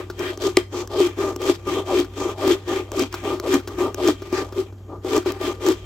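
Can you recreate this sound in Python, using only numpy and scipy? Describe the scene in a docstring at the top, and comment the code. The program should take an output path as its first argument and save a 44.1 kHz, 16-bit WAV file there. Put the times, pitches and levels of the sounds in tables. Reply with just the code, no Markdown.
"""Rasping a thin stick

A steel rasp works back and forth on a stick held against a wooden table, close to the microphone.
On each push, rows of teeth bite ever slower and shake the table; noise pulls are lighter and duller.
Noise bursts through resonant bodies make snags, stick taps and one knock; blade modes ring faintly.
A low two-tone hum and filtered-noise air lie under a small room of diffuse echoes."""
import sys
import numpy as np
from scipy import signal
from scipy.fft import rfft, irfft
from scipy.io import wavfile
from scipy.ndimage import uniform_filter1d

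SR = 44100
rng = np.random.default_rng(int(sys.argv[2]) if len(sys.argv) > 2 else 0)


def to_wav(sig):
    """Store sig (one row per channel, or 1-D mono) as 16-bit WAV at the path in sys.argv[1].

    Samples outside -1..1 are clipped; the rate is SR.
    """
    pcm = np.clip(np.atleast_2d(sig), -1, 1) * 32767
    pcm = np.round(pcm).astype(np.int16)
    wavfile.write(sys.argv[1], SR, pcm.T)  # frames by channels


N = 257984
TIME_S = np.arange(N) / SR
EARS = np.array([[1], [-1]])  # sign at left, right

# All levels are relative unless marked otherwise.
# Forward strokes: [crest_s, rise_s, hold_s, shake_db, scrape_db, start_teeth_hz, crest_teeth_hz]
PUSH_STROKES = [(0.46, 0.056, 0.014, -15.5, -30.5, 622, 399), (.998, 0.096, 0.067, -17, -33, 718.7, 386),
                (1.497, 0.093, 0.01, -15, -29, 519.8, 368.9), (1.98, 0.11, 0.017, -13.5, -31, 680.5, 330.6),
                (2.481, 0.1, 0.045, -14, -30, 678, 345.3), (3.01, 0.079, 0.0097, -14.5, -30.5, 640, 254.7),
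                (3.538, 0.1, .018, -13.5, -29.5, 618.2, 265.6),
                (4.082, 0.1, .011, -13, -29.5, 700.6, 310.4), (4.577, 0.033, 0.026, -19, -38, 676, 391.5),
                (5.167, .12, 0.0053, -14, -30.5, 459.6, 365.3),
                (5.669, 0.06, 0.047, -15.5, -32.5, 494.5, 367.6)]
# Drags, firm on the way back, light when skidding or set down: [start_s, length_s, shake_db, scrape_db]
PULL_STROKES = [(-.081, 0.092, -26.5, -40.5), (0.197, 0.12, -26, -37), (0.577, 0.016, -32.5, -34.5),
                (0.734, 0.087, -25, -39.5), (1.187, 0.12, -23, -37.5), (1.674, 0.13, -22, -35.5),
                (2.134, .04, -54, -55), (2.175, 0.14, -25, -38), (2.681, 0.13, -23, -37),
                (3.13, 0.077, -40, -43), (3.239, .115, -23.5, -37), (3.692, 0.063, -33, -47),
                (3.788, 0.08, -20.5, -33.5), (4.225, 0.076, -39, -50.5), (4.327, 0.1, -23, -37),
                (4.896, 0.069, -35, -64), (5.265, 0.04, -23, -36.5), (5.336, 0.049, -39, -49),
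                (5.414, 0.095, -22, -34.5)]
# Spans where the faint resting rub between strokes is quieter: [from_s, to_s]
QUIET_RUB_SPANS = [(.62, 0.9), (4.7, 5.02)]

# Stroke settings, each: [table_shake, scrape]
# Level gained while a push leans in [db, db]
LEAN_IN_DB = (17, 14.5)
# Exponent of that gain; above 1 the level rises early and flattens toward the crest [no unit, no unit]
LEAN_IN_CURVE = (0.97, 1.43)
# Pull weaker at its ends than halfway [db, db]
PULL_ARCH_DB = (2.5, 3)
# Slopes before and after strokes [db_per_s, db_per_s]
ONSET_DB_PER_S = (900, 640)
PUSH_FALL_DB_PER_S = (488, 356)
PULL_FALL_DB_PER_S = (360, 349)
# Rasp only lying on the stick while the hand turns round [db, db]
RESTING_DB = (-45.5, -56.5)
# Spread of the uneven hand pressure [db, db]
PRESSURE_SPREAD_DB = (1.5, 1)
PRESSURE_RATE_HZ, QUIET_RUB_DB = 35, -11.5
# Tooth rate halves in HALVING_S, down to a share of the crest rate
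HALVING_S, SLOWEST_SHARE = 0.068, 0.93

# Table top outline: [freq_hz, level_db]
TABLE_OUTLINE = [(60, -29), (150, -24), (225, -21), (270, -11), (400, -6), (480, -14), (650, -14.5),
                 (900, -17.5), (1250, -21), (1550, -40), (3000, -79.5)]
# Table modes; a negative one is a node at the microphone: [freq_hz, width_hz, level_db]
TABLE_RESONANCES = [(290, 21, 6.5), (359.3, 38.7, 11.5), (397.8, 34.4, 5.5), (640, 58, 2), (721, 33, -25.5),
                    (773, 44, 6.5), (1197.3, 56, 14.5)]
# Lowest table mode, stronger when leaned on: [freq_hz, width_hz, level_db]
PRESSED_RESONANCE = (277, 18, 5.6)
# Scrape outlines on push and pull: [freq_hz, level_db]
PUSH_OUTLINE = [(500, -7.5), (1100, 3.5), (1600, -1), (2800, -1), (4500, -2.5), (6200, -5.5), (8100, -7.5),
                (9500, -21.5), (11400, -12), (16000, -20)]
PULL_OUTLINE = [(500, -7.5), (1100, -1), (1600, 0.5), (2450, 1.5), (3400, -1), (4900, -6), (6300, -6),
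                (8100, -9), (9500, -21.5), (11400, -14.5), (16000, -18)]
# Modes of rasp and stick: [freq_hz, width_hz, level_db]
RASP_RESONANCES = [(1389, 19, 7.9), (1558, 13, 8.1), (1835, 31, 6.2), (2378, 70, 6.7), (3167, 46, 10.8),
                   (3230, 21, 8.5), (3478, 26, 9.3)]

# Tooth snags and breaks free: [time_s, snap_db, thump_db]
SNAG_BLOWS = [(.193, -17.5, -39), (.375, -20, -22.5), (.419, -21, -26), (.474, -22, -10.5),
              (.875, -23, -34), (1.003, -12.5, -3), (1.362, -17, -18.5), (1.418, -20, -23),
              (1.496, -24, -3.5), (1.669, -36, -15), (2.001, -11.5, -10.5), (2.478, -14, -4.5),
              (2.918, -13.5, -21), (2.995, -10, -10), (3.023, -17, -11), (3.127, -17.5, -49),
              (3.399, -13.5, -20), (3.542, -9, -5), (3.945, -12, -22.5), (4.076, -5.5, -38),
              (4.086, -15, -4), (4.327, -22, -11), (5.047, -34, -16.5), (5.165, -15, -10), (5.178, -14, -8),
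              (5.321, -13, -31), (5.665, -12.5, -7), (5.687, -7.5, -10)]
# Stick scuffs against the table: [time_s, clack_db, thump_db]
TAP_BLOWS = [(.1, -23.5, -28), (2.045, -30, -53), (3.141, -14, -28), (3.6, -33, -45), (3.675, -22.5, -27),
             (4.22, -31, -28), (4.524, -31, -31), (4.725, -45, -38), (5.225, -36, -51), (5.26, -26, -18)]
# Rasp slips and strikes: [time_s, crack_db, thump_db]
KNOCK_BLOWS = [(.5712, 1, -4)]
# Outlines of snapping fibre, tapped stick, struck rasp: [freq_hz, level_db]
SNAP_OUTLINE = [(400, -14), (1100, 9.5), (3500, -4.5), (5800, 9), (7800, 3), (9500, -14), (11500, -4),
                (16000, 3.5)]
TAP_OUTLINE = [(300, -16), (950, -5), (1400, 2), (2000, -16), (5500, -10.5), (9500, -27), (16000, -14.5)]
KNOCK_OUTLINE = [(100, -90), (700, 3), (2200, 5), (4500, 0.5), (5400, -1), (6100, -3.5), (8000, 1.5),
                 (9400, -16), (12000, -7), (16000, -29)]
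# Modes of tapped stick, struck rasp: [freq_hz, width_hz, level_db]
STICK_RESONANCES = [(1440, 420, 3)]
KNOCK_RESONANCES = [(1190, 130, 10), (1600, 200, -8), (1965, 200, 0), (2358, 200, 8), (3170, 250, 4),
                    (4400, 300, 5), (7680, 300, 3)]
# Lasting ring of the steel blade: [freq_hz, level_db]
BLADE_TONES = [(1862, -4), (3160, 0), (3222, -4)]

# Appliance hum: [freq_hz, rms_db]
HUM_TONES = [(58.2, -49), (96.4, -40)]
# Room air spectrum: [freq_hz, level_db_per_hz]
AIR_OUTLINE = [(20, -20), (55, 9.5), (130, 1.5), (210, -2.5), (370, -2.5), (700, -15.5), (1500, -24),
               (3000, -47), (7000, -28.5), (9500, -49.5), (12000, -34), (16000, -48)]


def undb(db):
    """Amplitude gain from dB."""
    return 10 ** (np.asarray(db) / 20)


def unit(x):
    """Scale to rms 1."""
    return x / np.sqrt(np.mean(x ** 2))


def steady(x, span_s):
    """Even out the running rms over span_s to about 1, keeping the faster grain."""
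    power = np.abs(uniform_filter1d(x ** 2, max(int(span_s * SR), 8)))
    return x / np.sqrt(power + 1e-12)


def response(outline, modes=(), size=8192):
    """Causal, minimum-phase impulse response of a body with this outline and these resonances."""
    hz = np.arange(size // 2 + 1) * SR / size + 1
    points = np.array(outline, float)
    db = np.interp(np.log(hz), np.log(points[:, 0]), points[:, 1])
    for centre_hz, width_hz, peak_db in modes:
        db = db + peak_db / (1 + (2 * (hz - centre_hz) / width_hz) ** 2)
    # fold the cepstrum to positive time
    cepstrum = irfft(np.log(undb(db)))
    cepstrum[1:size // 2] *= 2
    cepstrum[size // 2 + 1:] = 0
    return irfft(np.exp(rfft(cepstrum)))[:size // 2]


def ring(force, body):
    """Force (one channel or two) sounding through an impulse response."""
    kernel = body if force.ndim == 1 else body[None]
    return signal.fftconvolve(force, kernel)[..., :N]


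def walk(rate_hz):
    """Smooth random wander of rms 1."""
    step = max(int(SR / rate_hz), 2)
    held = np.repeat(rng.standard_normal(N // step + 1), step)
    return unit(uniform_filter1d(held, step)[:N])


def strokes(table, pressed, push_s=0.134, follow_s=0.0824):
    """The rasp goes forward around each crest and is drawn back in between."""
    shake, scrape = effort(0), effort(1)
    left_s, tooth_hz = to_stall()
    pushing = (left_s < push_s) & (left_s > -follow_s)
    forward = uniform_filter1d(1. * pushing, size=400)
    pushed = push(pressed, shake, scrape, tooth_hz)
    pulled = pull(table, shake, scrape)
    return forward * pushed + (1 - forward) * pulled


def push(table, shake, scrape, tooth_hz, skim_db=-6):
    """Each row of teeth rocks the table and tears a burst of fibres."""
    bite = np.cos(2 * np.pi * tooth_phase(tooth_hz, jitter=0.15))
    grip = np.exp(0.6 * bite)
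    tearing = undb(10) * unit(rng.standard_normal(N) * grip)
    force = bite * undb(3.5 * walk(300)) + tearing
    body = ring(force, table)
    # fast-skimming teeth drive the low modes less
    low = signal.sosfiltfilt(signal.butter(4, 450, fs=SR, output="sos"), body)
    skim = np.clip(np.log2(tooth_hz / 380), 0, 1)
    body = steady(body + (undb(skim_db * skim) - 1) * low, 0.017)
    hiss = scrape_noise(grip * undb(1.2 * walk(150)), PUSH_OUTLINE,
                        rate_hz=9000, spread_db=-1.0, side_db=-2.0, shift_db=1.98)
    return shake * body + scrape * hiss


def pull(table, shake, scrape, judder_db=1.0):
    """The backs of the teeth skid unevenly over the wood."""
    grip = undb(judder_db * walk(220))
    body = steady(ring(rng.standard_normal(N) * grip, table), 0.047)
    hiss = scrape_noise(grip, PULL_OUTLINE, rate_hz=11000, spread_db=0.0, side_db=-1.5, shift_db=3.0)
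    return shake * body + scrape * hiss


def to_stall():
    """Seconds to the nearest push crest, and the tooth rate, which falls as the teeth dig in."""
    crest_s, *_, top_hz, crest_hz = np.transpose(PUSH_STROKES)
    nearest = np.searchsorted((crest_s[1:] + crest_s[:-1]) / 2, TIME_S)
    left_s = crest_s[nearest] - TIME_S
    slowing = np.maximum(2 ** (left_s / HALVING_S), SLOWEST_SHARE)
    return left_s, np.minimum(crest_hz[nearest] * slowing, top_hz[nearest])


def tooth_phase(tooth_hz, jitter):
    """Unevenly spaced rows of teeth passed so far."""
    return np.cumsum(tooth_hz * np.exp(jitter * walk(400))) / SR


def scrape_noise(grip, outline, rate_hz, spread_db, side_db, shift_db):
    """Fibres tear across the blade: ears get different grains; colour shifts as the contact moves."""
    body = response(outline, RASP_RESONANCES)
    mid = ring(crackle(rate_hz, spread_db) * grip, body)
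    side = ring(crackle(rate_hz, spread_db) * grip, body)
    hiss = steady(mid, 0.068) + EARS * undb(side_db) * steady(side, 0.045)
    for hz in np.geomspace(1700, 6500, 5):
        band = signal.lfilter(*signal.iirpeak(hz, 4, fs=SR), hiss)
        hiss = hiss + (undb(shift_db * walk(12)) - 1) * band
    return hiss


def crackle(rate_hz, spread_db):
    """Tearing fibres: dense random clicks, with sizes spread exponentially in dB."""
    size = undb(spread_db * np.minimum(rng.exponential(size=N), 3.8))
    clicks = rng.random(N) < rate_hz / SR
    return unit(clicks * size * rng.standard_normal(N))


def effort(layer):
    """Gain of shake (layer 0) or scrape (layer 1): strokes over the faint rub of the resting rasp."""
    in_span = sum(1. * ((TIME_S > from_s) & (TIME_S < to_s)) for from_s, to_s in QUIET_RUB_SPANS)
    quieter = uniform_filter1d(in_span, size=1500)
    power = undb(RESTING_DB[layer] + QUIET_RUB_DB * quieter) ** 2
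    for db in (*push_db(layer), *pull_db(layer)):
        heard = db > -90
        power[heard] += undb(db[heard]) ** 2
    return np.sqrt(power) * undb(PRESSURE_SPREAD_DB[layer] * walk(PRESSURE_RATE_HZ))


def push_db(layer):
    """Level of every push: the hand leans in up to the crest, holds and lets go."""
    for crest_s, rise_s, hold_s, *peak_db, _ in PUSH_STROKES:
        early_s = np.maximum(crest_s - TIME_S, 0)
        swell = LEAN_IN_DB[layer] * (early_s / rise_s) ** LEAN_IN_CURVE[layer]
        attack = ONSET_DB_PER_S[layer] * np.maximum(early_s - rise_s, 0)
        release = PUSH_FALL_DB_PER_S[layer] * np.maximum(TIME_S - crest_s - hold_s, 0)
        yield peak_db[layer] - swell - attack - release


def pull_db(layer):
    """Level of every pull: quick start, shallow arch as the hand speeds up and slows, release."""
    for start_s, length_s, *peak_db in PULL_STROKES:
        position = np.clip(2 * (TIME_S - start_s) / length_s - 1, -1, 1)
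        arch = PULL_ARCH_DB[layer] * position ** 2
        attack = ONSET_DB_PER_S[layer] * np.maximum(start_s - TIME_S, 0)
        release = PULL_FALL_DB_PER_S[layer] * np.maximum(TIME_S - start_s - length_s, 0)
        yield peak_db[layer] - arch - attack - release


def catches(snap_db=8, thump_db=4):
    """Teeth catch as each pull sets off, as hard as the pull itself: rows like those of the snags."""
    return [(start_s, scrape_db + snap_db, shake_db + thump_db)
            for start_s, _, shake_db, scrape_db in PULL_STROKES if start_s > 0]


def blows(rows, body, table, crunch_s, lead_s, thump_db, size=1024):
    """Each blow is a brief noise crunch in the struck part and one shove into the table."""
    out = np.zeros(2 * N)
    t = np.arange(size) / SR - size / 4 / SR
    swell = np.exp(np.minimum(t / lead_s, -t / crunch_s))
    shove = np.convolve(table, np.hanning(SR // 1000))  # wood gives way for about a millisecond
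    thump = undb(thump_db) * shove / np.abs(shove).max()
    for time_s, crack_db, shove_db in rows:
        crack = signal.fftconvolve(swell * rng.standard_normal(size), body)
        i = int(time_s * SR)
        out[i - size // 4:][:len(crack)] += undb(crack_db) * crack / np.abs(crack).max()
        out[i:i + len(thump)] += undb(shove_db) * thump
    return out[:N]


def blade(x, t60_s=1.3, ring_db=-81):
    """The work excites decaying sine modes of the steel, which sing on faintly between strokes."""
    t = TIME_S[:SR]
    modes = sum(undb(db) * np.sin(2 * np.pi * hz * t) for hz, db in BLADE_TONES)
    return undb(ring_db) * ring(x, modes * np.exp(-np.log(1000) * t / t60_s))


def reflections(x, t60_s, low_hz, delay_s):
    """Diffuse echoes, different at each ear, weak in the bass and dulled by the furnishings."""
    t = np.arange(SR // 2) / SR
    tails = rng.standard_normal((2, len(t))) * np.exp(-np.log(1000) * t / t60_s)
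    tails /= np.sqrt(np.sum(tails ** 2, axis=1, keepdims=True))
    tails = signal.sosfilt(signal.butter(2, low_hz, "high", fs=SR, output="sos"), tails)
    tails = signal.sosfilt(signal.butter(1, 6000, fs=SR, output="sos"), tails)
    late = np.pad(x, (int(delay_s * SR), 0))
    return np.array([ring(late, tail) for tail in tails])


def background(air_db=-46, waver_db=-0.5):
    """Slightly wavering sines of an appliance hum over filtered noise for the quiet room air."""
    hum = 0
    for hz, db in HUM_TONES:
        tone = np.sqrt(2) * np.sin(2 * np.pi * (hz * TIME_S + rng.random()))
        hum = hum + undb(db) * tone * undb(waver_db * walk(6))
    air = unit(ring(rng.standard_normal(N), response(AIR_OUTLINE)))
    return hum + undb(air_db) * air


def scene(room_db=-16, left_db=1.23):
    """Strokes and blows share the table, a little to the left, in a small dry room."""
    table = response(TABLE_OUTLINE, TABLE_RESONANCES)
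    pressed = response(TABLE_OUTLINE, TABLE_RESONANCES + [PRESSED_RESONANCE])
    snap = response(SNAP_OUTLINE)
    stick = response(TAP_OUTLINE, STICK_RESONANCES)
    rasp = response(KNOCK_OUTLINE, KNOCK_RESONANCES)
    work = strokes(table, pressed)
    work = work + blows(SNAG_BLOWS + catches(), snap, pressed,
                        crunch_s=0.0013, lead_s=0.00018, thump_db=-3.5)
    work = work + blows(TAP_BLOWS, stick, table, crunch_s=0.0096, lead_s=0.00051, thump_db=3.5)
    work = work + blows(KNOCK_BLOWS, rasp, table, crunch_s=0.00065, lead_s=0.00077, thump_db=0.5)
    mid = work.mean(axis=0)
    room = undb(room_db) * reflections(mid, t60_s=0.26, low_hz=358, delay_s=0.005)
    direct = np.array([work[0], np.roll(work[1], 1)])  # right is one sample later
    return (direct + room + blade(mid)) * undb(EARS * left_db) + background()


def record(dry, top_hz=15900):
    """The recorder clips at full scale, then cuts the top steeply."""
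    lowpass = signal.ellip(10, 0.2, 80, top_hz, fs=SR, output="sos")
    return signal.sosfilt(lowpass, np.clip(dry, -1, 1))


dry = scene()
out = record(dry)
to_wav(out)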